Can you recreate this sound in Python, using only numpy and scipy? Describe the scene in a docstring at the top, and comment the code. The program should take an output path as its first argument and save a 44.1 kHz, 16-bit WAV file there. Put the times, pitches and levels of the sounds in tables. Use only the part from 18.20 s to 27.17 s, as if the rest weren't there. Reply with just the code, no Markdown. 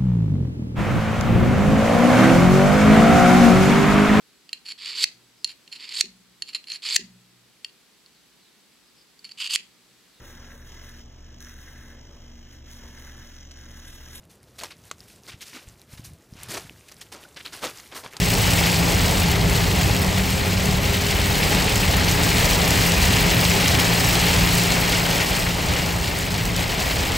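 """Highway downpour, inside a car.

The road rumbles through the floor, the engine hums in the cabin, the tyres roar and sing on the water.
Sheets of rain spatter on the windscreen, swelling and easing; a few fat drops snap out.
The gearbox whines faintly during one spell in a lower gear. Later a body panel drones briefly."""
import sys
import numpy as np
from scipy import signal
from scipy.fft import rfft, irfft
from scipy.io import wavfile

SR = 44100
rng = np.random.default_rng(int(sys.argv[2]) if len(sys.argv) > 2 else 0)


def store_pcm(level_fs):
    """Save levels as 16-bit WAV."""
    pcm = np.round(np.clip(level_fs, -1, 1) * 32767).astype(np.int16)
    wavfile.write(sys.argv[1], SR, np.atleast_2d(pcm).T)


N = 395577
T, HZ = np.arange(N) / SR, np.fft.rfftfreq(N, 1 / SR)

# panel, cabin air and glass resonances, and narrow throbs at wheel-turn orders: f/Hz, width/Hz, lift/dB
BODY_PEAKS = [(39.5, 4.5, 3.5), (46, 4, -6), (52.6, 5, 4), (87.6, 6, 0), (98.4, 6.5, 2), (129, 10, 0.5),
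              (182, 11, 0.5), (261, 24, 1.5), (330, 14, 1.5), (394, 8.9, 5), (653, 30, 1), (835, 80, 1),
              (4280, 150, 2.5), (5080, 400, 4), (7000, 200, 1.1)]
# left-right likeness: f/Hz, coherence/0-1
COHERENCE = [(30, .999), (60, .993), (100, .98), (150, .93), (300, .76), (500, .72), (700, .52), (1200, .4),
             (1550, .1), (1900, .7), (2400, .94), (3000, .997), (4000, 1), (8000, 1), (9000, .998)]
# left minus right: f/Hz, level/dB
TILT_DB = [(30, 0), (100, -0.9), (200, 0), (400, 2), (700, 1), (1100, 2), (1550, 6), (2000, 4.5),
           (2500, -0.3), (3000, 0)]
# body shell spectrum: f/Hz, level/dB
RUMBLE_DB = [(10, -32), (28, -13), (40, -3.5), (55, -2.5), (90, -0.9), (125, -6.5), (160, -8), (192, -4.5),
             (222, -16.5), (290, -17.3), (400, -22.5), (1200, -61)]
# asphalt coarseness: t/s, level/dB
ASPHALT_DB = [(0, -23.5), (1.8, -22), (2.2, -24), (5.0, -21.5), (5.8, -24), (7.1, -28), (8.97, -26.5)]
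# rough and smooth patches: t/s, length/s, lift/dB
BUMPS_DB = [(1.25, .12, 2), (1.62, 0.23, 1.5), (2.12, 0.09, -0.5), (3.08, .1, 2.5), (3.42, .1, 1),
            (3.81, .1, 2.5), (4.34, 0.11, 1), (4.9, .2, 1), (5.54, .14, 3), (5.72, 0.18, -2.5),
            (6.17, 0.5, 2), (7.5, .15, 5)]
# wet tyre spectrum: f/Hz, level/dB
ROAR_DB = [(100, -26), (228, -3.5), (280, 0.5), (352, -4.5), (440, -0.5), (620, -2), (820, -1.5),
           (1050, -6), (1500, -11.5), (2500, -17), (8000, -32)]
# roar from standing water: t/s, level/dB
WATER_DB = [(0, -29.5), (.4, -26), (.9, -26), (1.2, -29), (1.45, -27.6), (2.15, -29.5), (3.05, -28.5),
            (3.38, -25.7), (3.57, -27.4), (4.45, -25), (4.75, -26.5), (5.7, -25.5), (6.7, -26.5),
            (7.0, -27), (7.34, -29.5), (7.55, -29), (8.07, -31.8), (8.8, -28.5)]
# crank speed in top gear: t/s, f/Hz
CRUISE_HZ = [(0, 28.4), (.4, 28.4), (1.5, 28.28), (3.9, 28.44), (5.5, 28.64), (7.5, 28.68), (7.9, 28.47),
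             (8.97, 28.4)]
# engine orders: crank multiple, level/dB
ORDERS_DB = [(3, -7), (4, -1), (5, -4), (6, 0)]
# cabin boom response: f/Hz, level/dB
CABIN_DB = [(85, -4), (113, 1.5), (146, -5.5), (172, 0.5), (186, 0.5), (222, -16.5)]
# hum from engine load: t/s, level/dB
LOAD_DB = [(0, -28), (.7, -26.5), (1.5, -27.5), (2.48, -27), (2.7, -31), (3.15, -27), (3.6, -31.5),
           (4.0, -28), (5.2, -27.5), (5.5, -30), (5.72, -24), (6.0, -29), (6.22, -26), (6.7, -28.5),
           (7.6, -32), (7.95, -34.5), (8.4, -29), (8.7, -44)]
# brief dips and swells of the hum: t/s, length/s, lift/dB
WAVERS_DB = [(.96, .1, -12), (1.25, .08, 1.5), (1.55, .1, -11), (2.3, 0.14, -2), (2.48, 0.083, 5),
             (3.06, .08, -11), (3.15, .09, 6.5), (4.81, 0.094, -17), (6.13, .07, -6), (7.05, 0.077, -7)]
# tread whine: t/s, level/dB
TREAD_DB = [(0, -43), (1.4, -37.5), (1.85, -42), (2.3, -37.5), (2.8, -35), (3.2, -39.5), (5.1, -39),
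            (5.8, -45), (6.3, -44.5), (8.97, -47)]
# windscreen spectrum: f/Hz, level/dB
GLASS_DB = [(200, -26), (700, -2.5), (1400, -4), (1800, 0.5), (2400, 2), (3300, -1.5), (4300, -4),
            (5900, -8), (8300, -7.5), (11200, -12.5), (13800, -10), (16000, -9)]
# rain strength: t/s, level/dB
RAIN_DB = [(0, -26.5), (.25, -24.5), (.45, -24), (.6, -25.5), (.75, -24.5), (1.05, -25.5), (1.3, -26.5),
           (2.5, -27), (3.0, -25), (3.3, -23.5), (3.9, -23.5), (4.2, -22.5), (6.1, -22), (6.65, -22.5),
           (7.05, -24.5), (7.35, -27), (7.9, -28.5), (8.3, -28), (8.5, -27), (8.97, -26.5)]
# sheets of water and lulls: t/s, length/s, lift/dB
SHEETS_DB = [(.28, 0.042, 1.3), (.46, 0.057, 1.5), (1.22, .12, -1.8), (1.38, .12, 2), (1.61, 0.061, 2),
             (1.89, .12, -2), (1.98, .064, 3.5), (2.59, .07, -3), (2.91, .075, 1), (3.38, .1, 1),
             (3.47, 0.068, -1.5), (4.0, .08, -1), (4.24, .16, 0.5), (4.37, 0.043, -1.4), (4.88, .07, 0.3),
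             (4.99, 0.067, 1), (5.08, .09, -0.5), (5.61, 0.066, 1.1), (6.08, 0.06, 1.5), (6.42, .1, 0),
             (6.59, 0.051, -1), (6.77, 0.057, 0.8), (6.98, 0.072, 1.5), (7.15, 0.083, 1),
             (7.37, 0.11, -0.9), (7.56, 0.26, 1.6), (7.79, 0.069, -0.5), (8.08, .08, -1.5), (8.33, .06, -2),
             (8.42, 0.06, 1.8)]
# treble from fine spray: t/s, lift/dB
SPRAY_DB = [(0, 4), (.3, 3.5), (.9, 2.5), (1.8, 1.5), (2.8, 0.9), (4.5, 1.6), (6.8, 1.1), (8.97, 0.2)]
# fat drops: t/s, level/dB, brightest f/Hz
DROP_HITS = [(1.2976, -11, 8000), (1.7647, -13, 6500), (1.8453, -13, 7000), (1.9805, -14, 4000),
             (2.1187, -15, 8500), (2.427, -19, 8000), (2.4579, -13, 7000), (2.9114, -10, 4000),
             (3.558, -12, 5500), (4.034, -6, 4500), (4.4778, -5, 6980), (4.5068, -5, 6200),
             (4.72, -6, 6450), (5.482, -6, 6000), (5.6, -8, 4200), (5.645, -12, 4500), (6.521, -8, 4720),
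             (7.2924, -14, 8000), (7.9878, -15, 8000), (8.142, -14, 4500), (8.254, -12, 6800),
             (8.3641, -11, 6500), (8.92, -11, 3960)]


def amp(db):
    """dB to gain."""
    return 10 ** (np.asarray(db) / 20)


def unit(x):
    """Scale to rms 1."""
    return x / np.sqrt(np.mean(x ** 2) + 1e-20)


def curve(rows):
    """Time table, per sample."""
    return np.interp(T, *np.transpose(rows))


def at_hz(rows, hz):
    """Spectrum table, interpolated over log frequency."""
    f, value = np.transpose(rows)
    return np.interp(np.log(hz + 1), np.log(f), value)


def swells(rows):
    """Sum of Gaussian lifts and dips, in dB."""
    return sum(db * np.exp(-(2 * (T - at_s) / length_s) ** 2) for at_s, length_s, db in rows)


def drift(rate_hz, size=4096):
    """Slow random wander, rms 1, little above rate_hz."""
    hz = HZ[:size // 2 + 1]
    slow = rfft(rng.standard_normal(size)) * (hz > 0) / (1 + (hz / rate_hz) ** 2)
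    return np.interp(T, np.linspace(0, T[-1], size), unit(irfft(slow, size)))


def through_body(pair, spectrum):
    """Two unrelated signals, coloured by spectrum, car resonances and wheel throbs, blended to stereo; rms 1."""
    peak_db = sum(db / (1 + (2 * (HZ - hz) / width_hz) ** 2) for hz, width_hz, db in BODY_PEAKS)
    a, b = rfft(pair) * amp(at_hz(spectrum, HZ) + peak_db)
    coherence = np.clip(at_hz(COHERENCE, HZ), 0, 1)
    mid, side = a * np.sqrt(1 + coherence), b * np.sqrt(1 - coherence)
    lean = amp(at_hz(TILT_DB, HZ) / 2)
    return unit(irfft(np.array([(mid + side) * lean, (mid - side) / lean]), N))


def road_rumble(gain_db=0.4, asphalt_ref_db=-24.0, sway_hz=58, sway_share=0.41):
    """Asphalt shakes the body shell; its deepest sway follows the surface less."""
    shell = through_body(rng.standard_normal((2, N)), RUMBLE_DB)
    sway = irfft(rfft(shell) / (1 + (HZ / sway_hz) ** 10), N)
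    coarse_db = curve(ASPHALT_DB) + swells(BUMPS_DB) - asphalt_ref_db
    rumble = (shell - sway) * amp(coarse_db) + sway * amp(sway_share * coarse_db)
    return rumble * amp(asphalt_ref_db + gain_db)


def tyre_roar(slosh_db=1.2, bump_share=0.14):
    """Tyres plough through standing water."""
    roar = through_body(rng.standard_normal((2, N)), ROAR_DB)
    return roar * amp(curve(WATER_DB) + bump_share * swells(BUMPS_DB) + slosh_db * drift(25))


def in_low_gear(down_s=1.5, up_s=3.72, shift_s=0.159):
    """0 in top gear, 1 in the lower gear."""
    return np.clip((T - down_s) / shift_s, 0, 1) - np.clip((T - up_s) / shift_s, 0, 1)


def engine_hum(gain_db=0.1, gear_step=1.305, wobble=0.0011, waver_db=0.6, lean_db=1.0,
               lower_boom_db=-5.0, low_gear_db=3, crossover_hz=150, skew_turns=0.034):
    """Crank orders excite two cabin booms; low gear drives the lower boom harder."""
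    low_gear = in_low_gear()
    crank_hz = curve(CRUISE_HZ) * gear_step ** low_gear
    turns = np.cumsum(crank_hz * (1 + wobble * drift(3.9))) / SR
    load_db = curve(LOAD_DB) + swells(WAVERS_DB)
    hum = 0
    for order, db in ORDERS_DB:
        hz = order * crank_hz
        upper = 1 - 1 / (1 + (hz / crossover_hz) ** 20)
        boom_db = at_hz(CABIN_DB, hz) + (lower_boom_db + low_gear_db * low_gear) * (1 - upper)
        gain = amp(db + load_db + boom_db + waver_db * drift(4.5))
        skew = np.array([[1], [-1]]) * skew_turns * upper  # upper boom stands across the cabin
        hum = hum + gain * np.cos(2 * np.pi * (order * turns + rng.random() + skew))
    return np.sqrt(2) * hum * amp(gain_db) * amp([[lean_db], [-lean_db]])


def tread_whine(slaps_per_turn=14.39, wobble=0.0052, waver_db=2.0, lean_db=3):
    """Tread blocks slap the road at a rate tied to car speed: a thin, unsteady tone."""
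    slap_hz = slaps_per_turn * curve(CRUISE_HZ) * (1 + wobble * drift(16.3))
    tone = np.sqrt(2) * np.cos(2 * np.pi * np.cumsum(slap_hz) / SR)
    return tone * amp(curve(TREAD_DB) + waver_db * drift(22)) * amp([[lean_db], [-lean_db]])


def spatter(per_s=4600, dull_spread_db=4.0, bright_spread_db=4.5, width_oct=0.75, bands=8,
            top_ring_s=0.00045, echo_share=0.6, echo_s=0.0071):
    """Each drop is a tiny noise burst with its own size and colour; the cabin adds a short tail."""
    onsets = np.flatnonzero(rng.random(N) < per_s / SR)
    size, colour = rng.random((len(onsets), 2)).T
    spread_db = dull_spread_db + colour * (bright_spread_db - dull_spread_db)
    power = amp(-spread_db * np.log(size + 0.018)) ** 2  # many small drops, few large
    centres_oct = np.linspace(np.log2(1200), np.log2(15000), bands)
    brightest_oct = centres_oct[0] - .5 + colour * (centres_oct[-1] + 1 - centres_oct[0])
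    echo_pole = np.exp(-1 / (echo_s * SR))
    noise, out = rfft(rng.standard_normal((2, N))), 0
    for centre_oct, share in zip(centres_oct, np.eye(bands)):
        hits = np.bincount(onsets, power * np.exp(-((brightest_oct - centre_oct) / width_oct) ** 2), N)
        ring_s = top_ring_s * 2 ** ((centres_oct[-1] - centre_oct) / 2)  # low bands ring longer
        splash = signal.lfilter([1], [1, -np.exp(-1 / (ring_s * SR))], hits + 1e-12)
        echo = signal.lfilter([1 - echo_pole], [1, -echo_pole], splash)
        band = irfft(noise * np.sqrt(np.interp(np.log2(HZ + 1), centres_oct, share)), N)
        out = out + band * unit(np.sqrt(splash + echo_share * echo))
    return out


def pings(per_s=260, spread_db=1.0, cycles=11, low_hz=2500, high_hz=12500):
    """Some drops burst with a pitch: a few cycles of ring."""
    when, pitch, size = rng.random((int(per_s * N / SR), 3)).T[:, :, None]
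    hz = low_hz * (high_hz / low_hz) ** pitch
    turns = hz * T[:SR // 80]
    gain = hz * amp(-spread_db * np.log(size + .02))
    rings = gain * np.sin(2 * np.pi * turns) * turns * np.exp(-2 * turns / cycles)
    samples = (when * N).astype(int) + np.arange(turns.shape[1])
    return unit(np.bincount(samples.ravel(), rings.ravel(), N)[:N])


def rain(gain_db=1.0, ping_db=-10, wash_db=-5, gust_db=0.22,
         spray_hz=4200, spray_wash_db=-3, spray_gust_db=0.76):
    """Drops on the windscreen over a wash of distant ones; fine spray is mostly separate drops."""
    drops = spatter()
    drops[0] += amp(ping_db) * pings()  # row 0 becomes the stereo mid
    highpass = 1 - 1 / (1 + (HZ / spray_hz) ** 4)
    wash = irfft(rfft(rng.standard_normal((2, N))) * amp(wash_db + spray_wash_db * highpass), N)
    glass = through_body(drops + wash, GLASS_DB)
    spray = irfft(rfft(glass) * highpass, N)
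    spray_db = curve(SPRAY_DB) + spray_gust_db * drift(23)
    downpour_db = curve(RAIN_DB) + swells(SHEETS_DB) + gust_db * drift(36)
    return (glass - spray + spray * amp(spray_db)) * amp(downpour_db + gain_db)


def fat_drops(gain_db=-8, rise_s=0.00047, ring_db=-15, ring_s=0.0093, width_oct=0.46):
    """Large drops burst on the glass in about 2 ms; the cabin rings briefly."""
    out, t = np.zeros((2, N)), T[:SR // 20]
    hz = np.fft.rfftfreq(len(t), 1 / SR)
    envelope = t / rise_s * np.exp(1 - t / rise_s) + amp(ring_db) * np.exp(-t / ring_s)
    for at_s, db, centre_hz in DROP_HITS:
        colour = 1 / np.sqrt(1 + (np.log2((hz + 1) / centre_hz) / width_oct) ** 2)
        noise = unit(irfft(rfft(rng.standard_normal(len(t))) * colour, len(t)))
        snap = amp(db + gain_db) * envelope * noise
        start = int(at_s * SR)
        out[:, start:start + len(t)] += snap[:N - start]
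    return out


def gear_whine(level_db=-46, hz=535, wobble=0.0054, waver_db=2.5):
    """The gearbox sings faintly while the lower gear is engaged."""
    turns = np.cumsum(hz * (1 + wobble * drift(12.4))) / SR
    return np.sqrt(2) * np.cos(2 * np.pi * turns) * in_low_gear() * amp(level_db + waver_db * drift(11))


def panel_drone(level_db=-37, hz=260, width_hz=16, peak_s=5.8, length_s=0.71):
    """One body panel, shaken by the road, drones for a moment."""
    resonance = 1 / (1 + (2 * (HZ - hz) / width_hz) ** 2)
    ring = unit(irfft(rfft(rng.standard_normal(N)) * resonance, N))
    return ring * amp(level_db) * np.exp(-(2 * (T - peak_s) / length_s) ** 2)


def scene():
    """Stereo mix at the front seat."""
    driving = road_rumble() + tyre_roar() + engine_hum() + tread_whine()
    return driving + rain() + fat_drops() + panel_drone() + gear_whine()


def record(dry, lag_s=0.000261, lag_above_hz=8300, cutoff_hz=15780):
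    """Top treble arrives later on the left; both channels are low-passed."""
    lag = np.exp(-2j * np.pi * HZ * lag_s * (HZ > lag_above_hz))
    heard = np.array([irfft(rfft(dry[0]) * lag, N), dry[1]])
    lowpass = signal.firwin(1023, cutoff_hz, window=("kaiser", 9), fs=SR)
    return signal.oaconvolve(heard, lowpass[None], "same")


dry = scene()
out = record(dry)
store_pcm(out)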